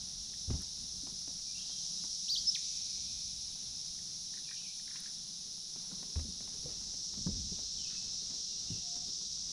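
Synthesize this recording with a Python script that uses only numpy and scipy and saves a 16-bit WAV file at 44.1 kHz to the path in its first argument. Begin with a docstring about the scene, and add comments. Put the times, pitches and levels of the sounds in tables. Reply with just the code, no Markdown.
"""Cicadas drone in the trees along a summer river, two nearer insects buzz, and water murmurs at a small metal boat.
A bird sings one quick phrase from the bank and others whistle far off: gliding tones with echoes from the trees.
An angler shifts his feet and unhooks a fish: soft thumps ring the hull; noise bursts make taps and wet clicks.
The insects are trains of clicks, filtered to give them their pitch; water and rubbing are filtered noise."""
import sys
import numpy as np
from scipy import signal
from scipy.fft import rfft, irfft
from scipy.io import wavfile

SR = 44100
rng = np.random.default_rng(int(sys.argv[2]) if len(sys.argv) > 2 else 0)


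def generate_wav(sig):
    """Save sig (samples, or channels by samples) to the path in sys.argv[1] as 16-bit PCM at SR."""
    pcm = np.round(np.clip(np.atleast_2d(sig).T, -1, 1) * 32767).astype(np.int16)
    wavfile.write(sys.argv[1], SR, pcm)


N = 419832  # length in samples

# feet and knees against the boat: start_s, level_db (peak of the panel's part), pitch_hz,
# decay_s (time for the panel to fall by 60 dB)
THUMP_BLOWS = [(.476, -32, 74.2, 0.36), (.499, -26.5, 107, 0.07), (.506, -34.5, 222, 0.044),
               (.507, -48.5, 370, .06), (.533, -30.5, 72.3, 0.11), (.546, -36, 165, 0.067),
               (.591, -43, 180, .15), (1.031, -49.5, 280, 0.11), (1.122, -47.5, 172, 0.056),
               (1.279, -50.5, 261, 0.08), (5.923, -45.5, 186, 0.11), (6.159, -28.5, 77, 0.17),
               (6.248, -44, 225, 0.11), (6.283, -45, 180, .16), (6.645, -44, 149, 0.11),
               (6.658, -43, 493, 0.072), (6.675, -50, 298, 0.054), (7.172, -42.5, 206, 0.16),
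               (7.264, -27, 168, 0.071), (7.27, -36, 90.4, 0.1), (7.287, -31.5, 203, 0.069),
               (7.517, -39.5, 174, .09), (7.52, -51, 410, .062), (8.702, -36.5, 167.4, 0.17),
               (8.703, -47, 240, 0.1), (8.71, -38, 107, 0.165)]


def from_db(db):
    """Turn decibels into a gain."""
    return 10 ** (np.asarray(db) / 20)


def rms_one(x):
    """Scale a sound to an average (rms) level of 1."""
    return x / np.sqrt(np.mean(x ** 2) + 1e-20)


def in_time(rows):
    """Draw each column of a table as a curve, sample by sample; the first column is time."""
    s, *columns = np.transpose(rows)
    return [np.interp(np.arange(N) / SR, s, column) for column in columns]


def colour(x, spectrum):
    """Filter a steady sound to a spectrum, then scale it to rms 1."""
    hz, db = np.transpose(spectrum)
    f = np.fft.rfftfreq(N, 1 / SR) + 1e-3  # the small offset avoids log(0)
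    gain = from_db(np.interp(np.log(f), np.log(hz), db))
    return rms_one(irfft(rfft(x) * gain, N))


def drift(per_s):
    """Wander at random: straight lines join random points of spread 1, per_s of them a second."""
    knots = rng.standard_normal(4096)
    return np.interp(np.arange(N) / SR * per_s, np.arange(len(knots)), knots)


def resonate(x, hz, width):
    """Ring at one pitch, with gain 1 at the top; a narrow width (Hz) rings longer."""
    r = np.exp(-np.pi * width / SR)
    feed = np.array([1, 0, -1]) * (1 - r * r) / 2
    feedback = [1, -2 * r * np.cos(2 * np.pi * hz / SR), r * r]
    return signal.lfilter(feed, feedback, x + 1e-18)


def dying(t, t60):
    """Fade exponentially, falling by 60 dB in t60 seconds."""
    return np.exp(-np.log(1000) * t / t60)


def add(out, s, sound):
    """Mix a short sound in at time s (seconds)."""
    at = max(round(s * SR), 0)
    out[at:at + len(sound)] += sound[:N - at]


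def click_train(per_s, uneven_db):
    """Make one click a cycle, each of its own strength, placed between samples."""
    cycles = rng.random() + np.cumsum(per_s) / SR
    at = np.flatnonzero(np.diff(np.floor(cycles)))
    late = (np.ceil(cycles[at]) - cycles[at]) * SR / per_s[at]  # fraction of a sample
    strengths = from_db(uneven_db * rng.standard_normal(8192))
    size = strengths[np.arange(len(at)) % 8192]
    out = np.zeros(N)
    out[at], out[at + 1] = size * (1 - late), size * late
    return out


def woods(x, t60, wet_db, build_s=0.0093):
    """Trunks and leaves scatter a sound into a smooth tail that builds up, then dies."""
    t = np.arange(2 * SR) / SR
    tail = rng.standard_normal(len(t)) * dying(t, t60) * (1 - np.exp(-t / build_s))
    scattered = signal.fftconvolve(x, tail / np.linalg.norm(tail))[:N]
    return x + from_db(wet_db) * scattered


def river():
    """Slow water murmurs at the hull and washes along it; each thump rocks the boat and stirs a dying rumble."""
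    # low rumble under the thumps, before the trim below: time_s, level_db
    rumble_levels = [(0, -61), (.45, -60), (1.0, -53.5), (1.35, -66), (2.9, -65), (3.2, -59.5), (4.3, -67),
                     (4.5, -85), (5.5, -80), (6.85, -56.5), (7.05, -65), (7.33, -44.5), (8.0, -71),
                     (9.52, -58.5)]
    # water stirred along the sides, before its random flicker: time_s, level_db
    wash_levels = [(0, -74), (1.3, -74), (1.9, -77), (5.3, -74.5), (6.1, -66.5), (8, -68.5), (9.52, -67.5)]
    # water at the hull, before its random flicker: time_s, level_db
    water_levels = [(0, -61.5), (2.6, -62), (3.7, -61), (4.5, -61.5), (5.2, -62.5), (5.9, -60),
                    (9.52, -63.5)]
    # tone colour of water and air around the boat: pitch_hz, relative level_db (per Hz)
    water_colour = [(20, -1), (45, -2.5), (80, -8.5), (120, -3), (175, 3.5), (230, -5), (300, -15.5),
                    (450, -22), (600, -21.5), (760, -14.5), (1000, -22), (2000, -23.5), (4000, -19),
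                    (14000, -57)]
    # tone colour of the wash: pitch_hz, relative level_db (per Hz)
    wash_colour = [(80, -25), (180, 3), (300, -2.5), (450, -3), (700, -20), (1300, -17), (3000, -31.5)]
    # tone colour of the rumble: pitch_hz, relative level_db (per Hz)
    rumble_colour = [(15, -17), (35, 7), (65, 8), (110, -1.5), (250, -7), (600, -71)]
    rock_db, rock_t60_s = -15.5, 0.72  # rumble compared with the blow, before the trim; its fade
    rock_hz = 130  # a blow well above this pitch is too quick to rock the boat much

    (rumble_db,), (wash_db,), (water_db,) = in_time(rumble_levels), in_time(wash_levels), in_time(water_levels)
    t = np.arange(2 * SR) / SR
    rocking_power = from_db(rumble_db) ** 2
    for s, db, hz, _ in THUMP_BLOWS:
        sway = from_db(db + rock_db) / (1 + (hz / rock_hz) ** 2) * dying(t, rock_t60_s)
        add(rocking_power, s, sway ** 2)
    water = from_db(water_db + 1.9 * drift(11)) * colour(rng.standard_normal(N), water_colour)
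    wash = from_db(wash_db + 3.7 * drift(22)) * colour(rng.standard_normal(N), wash_colour)
    flicker = from_db(3.6 * drift(10.0) - 1.0)  # includes a trim of -1 dB
    rumble = np.sqrt(rocking_power) * flicker * colour(rng.standard_normal(N), rumble_colour)
    return water + wash + rumble


def cicadas(song, throb_db, far_db, count):
    """A few tymbals (drum skins) click and throb at their own paces, over the noise blur of countless far ones."""
    near = 0
    # each insect's clicks per second and throbs per second
    for pace, throb_hz in rng.uniform([180, 5], [480, 24], (count, 2)):
        throb_cycles = np.cumsum(throb_hz * (1 + 0.1463 * drift(3))) / SR
        throb = np.sin(2 * np.pi * throb_cycles)
        train = click_train(pace * (1 + .04 * drift(150)), uneven_db=1.5)
        near = near + train * from_db(throb_db * throb)
    far = colour(rng.standard_normal(N), song)
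    return rms_one(colour(near, song) + from_db(far_db) * far)


def chorus():
    """Two kinds of cicada swell and ebb along the banks; one thin trill, noise in a narrow ring, holds its pitch."""
    # the two kinds, before their trims below: time_s, shrill_level_db, low_level_db
    chorus_levels = [(0.08, -49, -60), (1.4, -48, -61), (1.75, -46, -57.5), (2.26, -45, -58),
                     (2.6, -44, -56), (3.59, -48.5, -59.5), (4.07, -48, -61), (4.24, -48.5, -61.5),
                     (4.28, -48.5, -59), (5.56, -50, -61), (6.01, -49, -60), (6.59, -49, -60.5),
                     (6.99, -46.5, -60.5), (7.66, -46, -57), (9.33, -46, -58.5), (9.45, -46, -59.5)]
    # tone colour of the shrill kind: pitch_hz, relative level_db (per Hz)
    shrill_song = [(2500, -44), (4200, -12), (4750, -5.5), (5150, 0), (5700, 2), (6100, -1.5), (6600, -8),
                   (7200, -15.5), (7800, -19), (8400, -23.5), (9100, -21.5), (10300, -32.5), (11500, -40.5),
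                   (15000, -49)]
    # tone colour of the lower kind: pitch_hz, relative level_db (per Hz)
    low_song = [(1900, -35), (2500, -18.5), (3000, -11.5), (3400, -2), (3800, 4.5), (4200, 5), (4700, -6),
                (5600, -26), (8000, -57)]
    trill_hz, trill_db = 5260, -61

    shrill_db, low_db = in_time(chorus_levels)
    shrill = from_db(shrill_db + 4.78) * cicadas(shrill_song, throb_db=3.0, far_db=-0.5, count=9)
    low = from_db(low_db + 5.67) * cicadas(low_song, throb_db=0.5, far_db=4.5, count=4)
    trill = resonate(resonate(rng.standard_normal(N), trill_hz, 40), trill_hz, 40)
    return shrill + low + from_db(trill_db) * rms_one(trill)


def near_insects():
    """Steady click trains ring a small body as wavering high lines; each slows and fades as it winds down."""
    # the two insects: pace (clicks per second), level_db (before trim and fading), wind_down_start_s
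    insects = [(329.7, -64.3, 6.4), (335, -66, 6.1)]
    # resonances of an insect's body: pitch_hz, width_hz, relative level_db
    body = [(9410, 530, -1), (9830, 440, -0.5), (14000, 870, -19)]
    wind_down_s, wind_down_db = 1.4, -13.5  # how long it takes, and the change in level
    slowing = .025  # share of the pace lost
    trim_db = 0.56

    out = 0
    for pace, buzz_db, tires_s in insects:
        spent = np.clip((np.arange(N) / SR - tires_s) / wind_down_s, 0, 1)
        unsteady = .0045 * drift(200) + .0015 * drift(12) + .0022 * drift(1.2)
        train = click_train(pace * (1 - slowing * spent + unsteady), uneven_db=2.0)
        buzz = 0
        for hz, width, db in body:
            ring = resonate(resonate(train, hz, width), hz, width)
            # leaves scatter the ring of each resonance
            buzz = buzz + from_db(db) * woods(ring, t60=0.14, wet_db=0.0)
        flutter_db = 1.0 * drift(25) + 0.6 * drift(1.88)
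        out = out + from_db(trim_db + buzz_db + wind_down_db * spent + flutter_db) * rms_one(buzz)
    return out


def whistle(notes, attack, release, second_db, third_db, waver=0):
    """Nearly pure notes arc through three pitches; attack and release are shares of a note, waver shakes the pitch."""
    out, shake = np.zeros(N), 1 + waver * drift(180)
    for s, length, start, middle, end, db in notes:
        u = np.linspace(0, 1, round(length * SR))  # progress through the note
        arc = np.polyfit([0, .5, 1], [start, middle, end], 2)
        pitch = np.polyval(arc, u) * shake[round(s * SR):][:len(u)]
        phase = 2 * np.pi * np.cumsum(pitch) / SR
        overtones = from_db(second_db) * np.sin(2 * phase) + from_db(third_db) * np.sin(3 * phase)
        tone = np.sin(phase) + overtones
        edge = np.minimum(1, np.minimum(u / attack, (1 - u) / release))
        swell = np.sin(np.pi / 2 * edge) ** 2
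        add(out, s, np.sqrt(2) * from_db(db) * tone * swell)
    return out


def birds():
    """A small near bird, weak at low pitch, is mostly direct with a long mellow echo; trees blur the far birds."""
    # The three tables share columns: start_s, length_s, start_hz, middle_hz, end_hz,
    # level_db (of the whistle, before any flicker, filter, echo or trim).
    # the near bird's glides
    near_notes = [(2.276, .089, 2050, 4810, 2700, -34), (2.356, .028, 2950, 3650, 5700, -35.5),
                  (2.379, .014, 5350, 4650, 4200, -38), (2.461, .044, 5020, 5270, 5300, -28.4),
                  (2.489, .016, 5420, 5730, 5880, -34), (2.545, .01, 5000, 4100, 2800, -33.5),
                  (2.551, .021, 3000, 2250, 1500, -44)]
    # the far birds' glides
    far_notes = [(1.46, 0.048, 2500, 2380, 2380, -71), (1.53, .05, 2680, 2700, 2870, -69),
                 (1.572, 0.034, 2740, 3050, 3630, -56.5), (1.705, 0.044, 3220, 3220, 3180, -59),
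                 (4.445, 0.075, 2850, 2404, 2600, -64.5), (4.553, 0.0415, 3260, 2810, 2750, -59),
                 (4.588, .1, 2640, 2465, 2180, -69), (7.78, .05, 3295, 2950, 2900, -56.5),
                 (7.83, .05, 2990, 2650, 2380, -65), (7.945, 0.05, 2710, 2580, 2690, -61),
                 (8.49, 0.08, 2760, 2830, 2920, -71), (8.67, .085, 2650, 2930, 2440, -63)]
    # a distant hoot
    hoot_notes = [(8.795, 0.262, 748, 706, 740, -62.5)]
    throat_hz = 2350  # the small bird gives out little sound below this pitch

    song = whistle(near_notes, attack=.36, release=.2, second_db=-36, third_db=-31, waver=.006)
    song = song * from_db(1.0 * drift(250))
    song = signal.sosfilt(signal.butter(4, throat_hz, "high", fs=SR, output="sos"), song)
    near = woods(song, t60=.35, wet_db=-9.5)
    # the middle pitches roll on along the banks; only the echo is kept
    mellow = resonate(resonate(song, 2240, 450), 2670, 450)
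    long_echo = woods(mellow, t60=6.3, wet_db=3.5, build_s=0.064) - mellow

    calls = whistle(far_notes, attack=0.13, release=0.24, second_db=-34, third_db=-40, waver=0.022)
    far = woods(calls * from_db(3.7 * drift(70)), t60=.65, wet_db=3.5)
    hoot = whistle(hoot_notes, attack=0.4, release=0.19, second_db=-26, third_db=-35)
    return near + long_echo + from_db(-1) * far + woods(hoot, t60=0.22, wet_db=-4.5)


def rubbing():
    """Cloth, hands and wet skin rub: each stroke is uneven friction noise that swells and fades."""
    # strokes: start_s, level_db (rms), pitch_hz, length_s
    strokes = [(0.503, -68, 800, .07), (0.593, -68, 1400, 0.041), (1.268, -68, 570, 0.058),
               (4.833, -68.5, 1590, 0.32), (4.952, -62.5, 1000, .014), (4.956, -54, 2600, 0.017),
               (5.655, -77, 920, 0.39), (6.656, -63.5, 455, 0.098), (7.265, -54.5, 705, 0.014),
               (7.88, -68, 1520, 0.1), (8.29, -72, 645, .089)]
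    out, grain = np.zeros(N), from_db(1.0 * drift(180)) * rng.standard_normal(N)
    for s, db, hz, length in strokes:
        stroke = grain[round(s * SR):round((s + length) * SR)]
        width = 0.79 * hz
        stroke = resonate(resonate(stroke, hz, width), hz, width)
        stroke = stroke * signal.windows.tukey(len(stroke), .6)
        add(out, s, from_db(db) * rms_one(stroke))
    return out


def clicks(rows, width_hz, t60, tail_db, tail_t60):
    """Each contact is a brief rough burst in one broad resonance, with a short rattle after it."""
    out, t = np.zeros(N), np.arange(SR // 5) / SR
    for s, db, hz in rows:
        fade = dying(t, t60) + from_db(tail_db) * dying(t, tail_t60)
        burst = rng.standard_normal(len(t)) * fade
        click = resonate(resonate(burst, hz, width_hz), hz, width_hz)
        add(out, s, from_db(db) * click / np.abs(click).max())
    return out


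def handling():
    """Tackle taps on the deck, wet clicks of the fish and sharp ticks of the line are short noise bursts."""
    # Each level_db is a peak before the trims below.
    # light taps of tackle on the deck: start_s, level_db, pitch_hz
    tap_hits = [(0.501, -42.5, 397), (0.532, -48, 425), (1.068, -47.5, 720), (1.275, -51, 423),
                (1.696, -53, 423), (2.038, -51, 800), (5.759, -48.5, 837), (5.913, -50.5, 934),
                (6.028, -46.5, 450), (6.156, -44, 541), (6.192, -45.5, 487), (6.405, -48.5, 482),
                (6.476, -50, 635), (6.811, -55, 870), (6.937, -53, 430), (7.138, -51, 732),
                (7.177, -52, 423), (7.588, -47.5, 503), (8.302, -50.5, 506), (8.962, -51.5, 700)]
    # wet clicks as the hook works in the fish's mouth: start_s, level_db
    wet_hits = [(.336, -50), (3.989, -53), (4.338, -48), (4.372, -47.5), (4.4883, -49), (4.5112, -39),
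                (4.795, -52), (4.877, -50), (4.9105, -48), (4.9563, -45), (4.9697, -49), (5.0577, -49),
                (5.074, -52)]
    # sharp ticks of the line and hook: start_s, level_db
    tick_hits = [(0.617, -49), (5.0025, -49)]
    snap_hz, deck_hz = 1650, 210  # the hard edge of a tap, and the deck's answer
    mouth_hz, tick_hz = 1800, 9500
    # average rate, middle level and middle pitch
    faint_taps_per_s, faint_tap_db, faint_tap_hz = 2.5, -59.5, 700

    taps = from_db(-1.5) * clicks(tap_hits, width_hz=720, t60=0.029, tail_db=-11.5, tail_t60=0.22)
    edges = [(s, db, snap_hz) for s, db, _ in tap_hits]
    snaps = from_db(-4.5) * clicks(edges, width_hz=3400, t60=0.045, tail_db=-1, tail_t60=0.11)
    answers = [(s, db, deck_hz) for s, db, _ in tap_hits]
    deck = from_db(-3.0) * clicks(answers, width_hz=122, t60=0.049, tail_db=-7, tail_t60=0.21)

    # fainter taps fall at random, within 3 dB and half an octave either way
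    faint_hits = [(s * N / SR, faint_tap_db + 6 * (size - .5), faint_tap_hz * 2 ** (pitch - .5))
                  for s, size, pitch in rng.random((64, 3))]
    faint_hits = faint_hits[:round(faint_taps_per_s * N / SR)]
    faint_taps = clicks(faint_hits, width_hz=1260, t60=0.029, tail_db=-23, tail_t60=.1)

    # a wet click is a short crack and the ring of the open mouth
    wet = [(s, db, mouth_hz) for s, db in wet_hits]
    cracks = from_db(-4.5) * clicks(wet, width_hz=1300, t60=.012, tail_db=-21, tail_t60=.09)
    mouth = from_db(-4) * clicks(wet, width_hz=300, t60=0.012, tail_db=-12, tail_t60=0.13)

    sharp = [(s, db, tick_hz) for s, db in tick_hits]
    ticks = from_db(8.5) * clicks(sharp, width_hz=2700, t60=0.019, tail_db=-36, tail_t60=.06)
    return taps + snaps + deck + faint_taps + cracks + mouth + ticks


def thumps():
    """A soft blow flexes one deck panel, which passes the shock on to the hull's own ringing pitches."""
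    # ringing pitches of the hull: pitch_hz, relative level_db, decay_s (to fall by 60 dB)
    hull_modes = [(44, -6, .3), (62, -3, .25), (78, 1, .25), (116, -6, .13), (148, -2, .14), (179, 0, .16),
                  (228, -4, .1), (325, -11, .08), (490, -13, .08), (740, -16, .07)]
    # partial tones of a deck panel: multiple of the blow's pitch, relative level_db
    panel_parts = [(.55, -23.5), (1, 3.5), (1.5, -12), (2.3, -16.5)]
    push_cycles = 0.27  # how gently the blow builds, in cycles of its pitch
    hull_db, shudder_db = -19, -24  # gains beside the panel, whose peak is 1

    out, t = np.zeros(N), np.arange(SR // 2) / SR
    for s, db, hz, t60 in THUMP_BLOWS:
        push = (1 - np.exp(-t * hz / push_cycles)) ** 2
        tones = sum(from_db(part_db) * np.sin(2 * np.pi * k * hz * t) for k, part_db in panel_parts)
        panel = push * dying(t, t60) * tones
        panel = panel / np.abs(panel).max()

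        hull = 0
        strengths = rng.normal(1, 0.65, len(hull_modes))
        for strength, (f, mode_db, ring) in zip(strengths, hull_modes):
            # a slow blow hardly reaches the modes far above its own pitch
            reach = from_db(mode_db) / np.hypot(1, (f / hz / 2) ** 2)
            hull = hull + strength * reach * np.sin(2 * np.pi * f * t) * dying(t, ring)

        rough = resonate(resonate(rng.standard_normal(len(t)), 240, 300), 210, 300)
        shudder = rms_one(rough) * dying(t, 0.32)
        shock = push * (from_db(hull_db) * hull + from_db(shudder_db) * shudder)
        add(out, s, from_db(db) * (panel + shock))
    return out


def scene():
    """Add all the layers into one channel."""
    insects_and_birds = chorus() + near_insects() + birds()
    boat = thumps() + handling() + rubbing() + river()
    return (insects_and_birds + boat)[None]


def record(dry):
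    """Cut the treble steeply above 14800 Hz."""
    return signal.sosfilt(signal.ellip(10, .1, 80, 14800, fs=SR, output="sos"), dry)


dry = scene()
out = record(dry)
generate_wav(out)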